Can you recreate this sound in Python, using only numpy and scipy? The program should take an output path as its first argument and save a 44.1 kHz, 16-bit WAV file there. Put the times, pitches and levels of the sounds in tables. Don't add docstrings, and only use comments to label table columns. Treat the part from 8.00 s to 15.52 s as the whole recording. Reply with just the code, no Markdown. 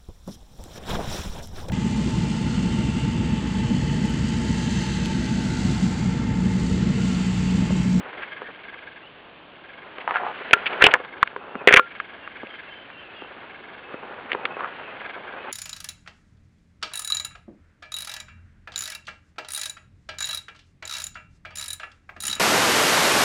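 import sys
import numpy as np
from scipy import signal
from scipy.fft import rfft, irfft, next_fast_len
from scipy.io import wavfile

SR = 44100
rng = np.random.default_rng(int(sys.argv[2]) if len(sys.argv) > 2 else 0)


def pcm_store(signal):
    levels = np.round(np.clip(np.atleast_2d(signal), -1, 1) * 32767)
    wavfile.write(sys.argv[1], SR, levels.astype(np.int16).T)


def to_linear_factor(level_db):
    exponent = np.asarray(level_db, float) / 20
    return 10 ** exponent


N = 331511

# t/s, crack peak level/dB, crack pitch f/Hz,
# share of the crack that shakes the camera body level/dB, thud re crack peak level/dB
KNOCKS = [(0.131, -25, 1040, -11, -30), (.419, -21.5, 900, -10, -3), (1.984, -18.5, 1305, -2, -8),
          (2.077, -6.5, 970, -31, -37), (2.109, -8.5, 1160, -9.5, -38.5), (2.158, -8.5, 1360, 12.5, -45.5),
          (2.169, -13, 1400, 1, -32), (2.235, -16.5, 800, -19, -24), (2.266, -15.5, 910, -15, -32),
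          (2.46, -23, 1500, -14, -9), (2.51, -9.5, 2400, -12, -10), (2.532, 10, 2220, 0, -24),
          (2.535, 15, 1503, -1.5, -33.5), (2.823, 9.5, 1840, -4, -17), (2.84, 14, 2850, -20.5, -13),
          (2.843, 7, 2190, -10, -21.5), (2.849, -5, 2690, -9, -7), (2.862, -1.5, 2700, -12, -16),
          (2.866, 12, 2650, -15.5, -39), (2.867, 2.5, 893, -8.5, -24.5), (2.887, -10, 1420, -10, -30),
          (2.939, 8, 1800, -28.5, -17.5), (2.943, 3, 1240, -8.5, -29), (3.002, -24.5, 1120, -17, 4),
          (3.049, -20, 1530, -8, -32), (3.229, 7, 1183, -22, -33), (3.275, -14, 1670, -18, -37),
          (3.363, -14.5, 970, -12, -9.5), (3.554, -17, 1200, -8, -1.5), (3.674, 13.5, 1867, 1.5, -8.5),
          (3.685, 1.5, 1984, -30, -27), (3.691, 2.5, 1950, -18, -14.5), (3.71, -4, 1640, -16, -4.5),
          (3.726, 6, 1695, -16, -29.5), (3.739, 14, 1924, -11.5, -16), (3.762, 4, 1900, -3.5, -34),
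          (3.765, 1.5, 1890, -9, -25), (3.77, 11, 1996, -6, -27.5), (3.774, 6, 1970, -16.5, -18),
          (3.795, 1.5, 1150, 3, -8.5), (3.952, -24, 1480, -19.5, -32), (4.001, -11.5, 1270, -21, -25),
          (4.276, -19, 1340, -14, -42), (4.433, -25.5, 900, -16, -4), (4.47, -24, 2240, -12, -12),
          (4.902, -26, 1410, -12, -29), (5.221, -27, 800, -11, -9), (5.942, -26, 1060, -12, 2.5),
          (6.318, -6.5, 1890, -14, -21.5), (6.331, -9, 2200, -11, -11), (6.349, -12.5, 840, -13, -8),
          (6.454, -13.5, 2490, -13, -21.5), (6.454, -8, 2420, -11, -30.5), (6.456, -11, 1256, -10, -25.5),
          (6.568, -27.5, 810, -13, 5.5), (6.607, -15.5, 1170, -6, -38), (6.645, -14, 1117, -15, -31)]
# start t/s, length t/s, level/dB, centre f/Hz
SCRAPES = [(0.205, 0.051, -34, 1650), (2.003, 0.021, -35, 2200), (2.071, 0.092, -29, 875),
           (2.138, 0.056, -26.5, 1300), (2.162, 0.17, -30.5, 784), (2.657, 0.027, -19, 2230),
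           (2.714, 0.033, -32, 1800), (2.808, 0.023, -15.5, 1380), (2.818, 0.026, -13.5, 1530),
           (2.841, 0.039, -14.5, 2200), (2.909, 0.015, -21.5, 2190), (2.923, 0.045, -24.5, 1000),
           (3.678, 0.077, -18, 1566), (3.721, 0.028, -14, 1806), (3.754, 0.034, -17.5, 1978),
           (3.763, .037, -15.5, 1140), (6.293, 0.05, -36, 1760), (6.557, 0.16, -34.5, 1040)]
# f/Hz, gain level/dB, 60 dB decay t/s
BODY_MODES = [(410, 3, .11), (505, 3, .1), (720, -2, .06), (1385, -1, .17), (1404, -3, .12),
              (1670, -8, .05)]
# t/s, peak level/dB
THUMPS = [(.004, -28), (3.555, -21.5), (4.433, -24.5), (5.221, -35), (5.941, -29), (6.348, -26)]
# t/s, dull crush level/dB, crisp crackle level/dB
LITTER_LEVELS = [(0.0, -40, -31.5), (.31, -44, -35.5), (.65, -51.5, -39), (1.59, -55, -44.5),
                 (2.2, -37.5, -31.5), (2.53, -39.5, -25), (2.72, -35.5, -24.5), (2.89, -25.5, -22),
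                 (3.03, -45, -38), (3.27, -46, -55), (3.68, -39, -53), (3.81, -51, -38.5),
                 (4.94, -52.5, -38), (5.36, -44.5, -36), (5.67, -50, -44), (6.09, -39.5, -37.5),
                 (6.6, -38, -35), (6.89, -42, -30.5), (7.16, -41, -37.5), (7.52, -38, -30.5)]
# f/Hz, level/dB per Hz
CRUSH_SPECTRUM = [(35, -56), (60, -29), (256, -10), (334, -10), (372, -4.5), (717, -4.5), (1470, -7),
                  (2500, -22), (3250, -40.5), (5500, -120)]
# f/Hz, level/dB per Hz
CRACKLE_SPECTRUM = [(600, -27.5), (1100, -17.5), (1500, -2.5), (2200, -6), (2900, -8), (3600, -14),
                    (4500, -4.5)]
# first turn t/s, length t/s, turning rate f/Hz, level at the peak of the run/dB
MOTOR_RUNS = [(0.137, 0.51, 21.16, -41.5), (0.554, 0.47, 21.63, -44), (1.606, 0.42, 22.34, -50.5),
              (3.045, 0.28, 22.7, -46), (3.869, .42, 21.9, -43.5), (4.318, 0.49, 21.58, -43),
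              (5.458, 0.55, 21.23, -46), (7.01, 0.26, 22, -38.5), (7.24, 0.23, 21.8, -44)]
# f/Hz, width f/Hz, relative level/dB
HOUSING_MODES = [(1640, 110, -1.5), (2136, 180, -6.5), (3170, 280, -17.5), (1000, 610, -25)]
# start t/s, length t/s, first pitch f/Hz, glide f/Hz, level before the flutter/dB
BIRD_NOTES = [(0.304, 0.18, 1623, 213.5, -44), (1.01, 0.076, 2580, 523, -50),
              (3.374, 0.2, 2500, 322, -51.5), (3.57, 0.05, 2670, -240, -46), (4.21, 0.095, 2740, 91, -50.5),
              (4.5, .06, 3170, -17, -48), (4.589, 0.12, 2595, 125, -52), (4.666, 0.16, 3080, -41.5, -49),
              (4.866, .047, 2310, 28.5, -51), (4.898, 0.15, 2800, -150, -51),
              (4.963, .068, 3120, -180, -49), (5.043, 0.15, 2600, -11, -53),
              (5.149, 0.092, 2910, -285, -46), (5.137, .11, 3436, -500, -49.5),
              (5.435, 0.11, 2690, -7, -52), (5.732, 0.064, 2730, -63, -50),
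              (5.83, 0.15, 2620, -38.5, -49.5), (6.36, .083, 2500, 29, -48.5),
              (6.482, .097, 2650, -140, -49), (6.785, 0.13, 2670, -150, -48),
              (7.375, 0.089, 2580, -37, -46.5)]
# f/Hz, level/dB per Hz
HUSH_SPECTRUM = [(15, -41), (25, -11.5), (317, 0.5), (361, -1), (606, 0), (994, -4), (1060, -2),
                 (1340, -6.5), (2070, -12), (2680, -4.5), (4300, -6), (5590, -28), (9460, -120)]


def rms_one(x):
    return x / np.sqrt(np.mean(x ** 2) + 1e-20)


def in_time(rows):
    s, *columns = np.transpose(rows)
    return [np.interp(np.arange(N) / SR, s, column) for column in columns]


def coloured(x, spectrum):
    hz, db = np.transpose(spectrum)
    size = next_fast_len(N)
    log_hz = np.log(np.arange(1, size // 2 + 2) * SR / size)
    gain = to_linear_factor(np.interp(log_hz, np.log(hz), db))
    return rms_one(irfft(rfft(x, size) * gain, size)[:N])


def resonate(x, hz, width_hz):
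    r = np.exp(-np.pi * width_hz / SR)
    poles = [1, -2 * r * np.cos(2 * np.pi * hz / SR), r * r]
    return signal.lfilter([(1 - r * r) / 2, 0, (r * r - 1) / 2], poles, x)


def drift(rate_hz):
    knots = rng.standard_normal(int(N / SR * 200) + 2)
    return np.interp(np.arange(N) / SR * rate_hz, np.arange(len(knots)), knots)


def grains(per_s, spread_db):
    sizes = to_linear_factor(spread_db * np.minimum(rng.exponential(1, N), 5))
    signs = rng.choice([-1, 1], N)
    return sizes * signs * (rng.random(N) < per_s / SR)


def knocks():
    burst_s, kick_s = 2.54e-3, 0.00019
    size = SR // 8
    age = np.arange(size) / SR
    out, shake = np.zeros(N + size), np.zeros(N + size)
    noises = rng.standard_normal((len(KNOCKS), size))
    for (s, db, hz, shake_db, thud_db), noise in zip(KNOCKS, noises):
        kick = 2.51 * np.exp(-age / kick_s)
        burst = (noise + kick) * np.exp(-age / burst_s)
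        tone = resonate(resonate(burst, hz, 0.42 * hz), hz, 2.23 * hz)
        edge = to_linear_factor(-27) * resonate(burst, 3300, 2900)
        crack = tone + edge
        crack = to_linear_factor(db) * crack / np.abs(crack).max()
        thud = resonate(resonate(burst, 430, 370), 440, 1200)
        thud = to_linear_factor(db + thud_db) * thud / np.abs(thud).max()
        first = round(s * SR)
        out[first:first + size] += crack + thud
        shake[first:first + size] += to_linear_factor(shake_db) * crack + thud
    return out[:N], shake[:N]


def scrapes():
    relative_width = 0.65
    t, out = np.arange(N) / SR, np.zeros(N)
    slips = grains(4000, spread_db=3.0) * to_linear_factor(2.5 * drift(120.0))
    for start, length, db, hz in SCRAPES:
        on = (t > start) & (t < start + length)
        swell = np.sin(np.pi * (t[on] - start) / length) ** 0.52
        width_hz = relative_width * hz
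        band = resonate(resonate(slips[on], hz, width_hz), hz, 2 * width_hz)
        out[on] += to_linear_factor(db) * swell * rms_one(band)
    return out


def camera_body():
    struck, shake = knocks()
    scraping = scrapes()
    shake = shake + to_linear_factor(-4.5) * scraping + 1e-18
    ringing = np.zeros(N)
    for hz, db, t60 in BODY_MODES:
        width_hz = np.log(1000) / np.pi / t60
        ringing += to_linear_factor(db) * resonate(shake, hz, width_hz)
    low_cut = signal.butter(1, 150, "highpass", fs=SR, output="sos")
    return signal.sosfilt(low_cut, struck + scraping + ringing)


def thumps():
    hz, width_hz, decay_s = 229, 270, 5.6e-3
    size = SR // 8
    out, age = np.zeros(N + size), np.arange(size) / SR
    for (s, db), noise in zip(THUMPS, rng.standard_normal((len(THUMPS), size))):
        puff = noise * np.exp(-age / decay_s)
        puff = resonate(resonate(puff, hz, width_hz), hz, 2 * width_hz)
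        first = round(s * SR)
        out[first:first + size] += to_linear_factor(db) * puff / np.abs(puff).max()
    return out[:N]


def litter():
    crush_db, crackle_db = in_time(LITTER_LEVELS)
    crush = coloured(grains(2500, spread_db=1.0), CRUSH_SPECTRUM)
    crush = crush * to_linear_factor(crush_db + 3.2 * drift(60.0))
    crackle = coloured(grains(3000, spread_db=-2.0), CRACKLE_SPECTRUM)
    crackle = crackle * to_linear_factor(crackle_db + 1.3 * drift(90.0))
    return crush + crackle


def motor():
    rise_s, peak_at, idle_db = 0.062, 0.29, -59
    t = np.arange(N) / SR
    run_starts = [row[0] - rise_s for row in MOTOR_RUNS]
    run = np.clip(np.searchsorted(run_starts, t) - 1, 0, None)
    first_turn, length, turns_hz, db = np.array(MOTOR_RUNS)[run].T
    age = t - first_turn
    turns = turns_hz * age

    along = np.clip((age + rise_s) / (length + rise_s), 0, 1)
    load = np.sqrt(np.interp(along, [0, peak_at, 1], [0, 1, 0]))
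    level = to_linear_factor(idle_db) + load * to_linear_factor(db)

    bite_db = 2.0 * rng.standard_normal((len(MOTOR_RUNS), 60))
    bite = to_linear_factor(bite_db[run, np.round(turns).astype(int)])
    engaged = np.clip(0.5 + np.cos(2 * np.pi * turns), 0.15, 1)
    scrape = engaged * rng.standard_normal(N)
    ringing = sum(to_linear_factor(mode_db) * resonate(scrape, hz, width_hz) for hz, width_hz, mode_db in HOUSING_MODES)
    return level * bite * rms_one(ringing)


def birds():
    t, out = np.arange(N) / SR, np.zeros(N)
    warble_hz = 45 * drift(70.0)
    for start, length, first_hz, glide_hz, db in BIRD_NOTES:
        on = (t > start) & (t < start + length)
        along = (t[on] - start) / length
        hz = first_hz + glide_hz * along + warble_hz[on]
        swell = np.sin(np.pi * along) ** 0.13
        out[on] += to_linear_factor(db) * swell * np.sin(2 * np.pi * np.cumsum(hz) / SR)
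    flutter = 0.24 + 0.98 * drift(150.0)
    echo_age = np.arange(SR // 4) / SR
    echoes = rng.standard_normal(SR // 4) * np.exp(-echo_age / 0.04)
    return out * flutter + to_linear_factor(-27.5) * signal.fftconvolve(out, echoes)[:N]


def hush():
    return to_linear_factor(-47 + 0.29 * drift(4.8)) * coloured(rng.standard_normal(N), HUSH_SPECTRUM)


def scene():
    return (camera_body() + thumps() + litter() + motor() + birds() + hush())[None]


def roll_off(x):
    return signal.sosfilt(signal.butter(12, 15800, fs=SR, output="sos"), x)


def record(dry):
    dull = signal.sosfilt(signal.butter(4, 3500, fs=SR, output="sos"), dry)
    coarse = np.clip(signal.resample_poly(dull, 80, 441, axis=1), -1, 1)
    smooth = signal.firwin(441 * 16 + 1, 4000, window=("kaiser", 9.0), fs=80 * SR)
    full = signal.resample_poly(coarse, 441, 80, axis=1, window=smooth)[:, :N]
    full = np.pad(full, [(0, 0), (0, N - full.shape[1])])
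    finished = np.clip(0.93 * full, -1, 1)
    return roll_off(finished)


dry = scene()
out = record(dry)
pcm_store(out)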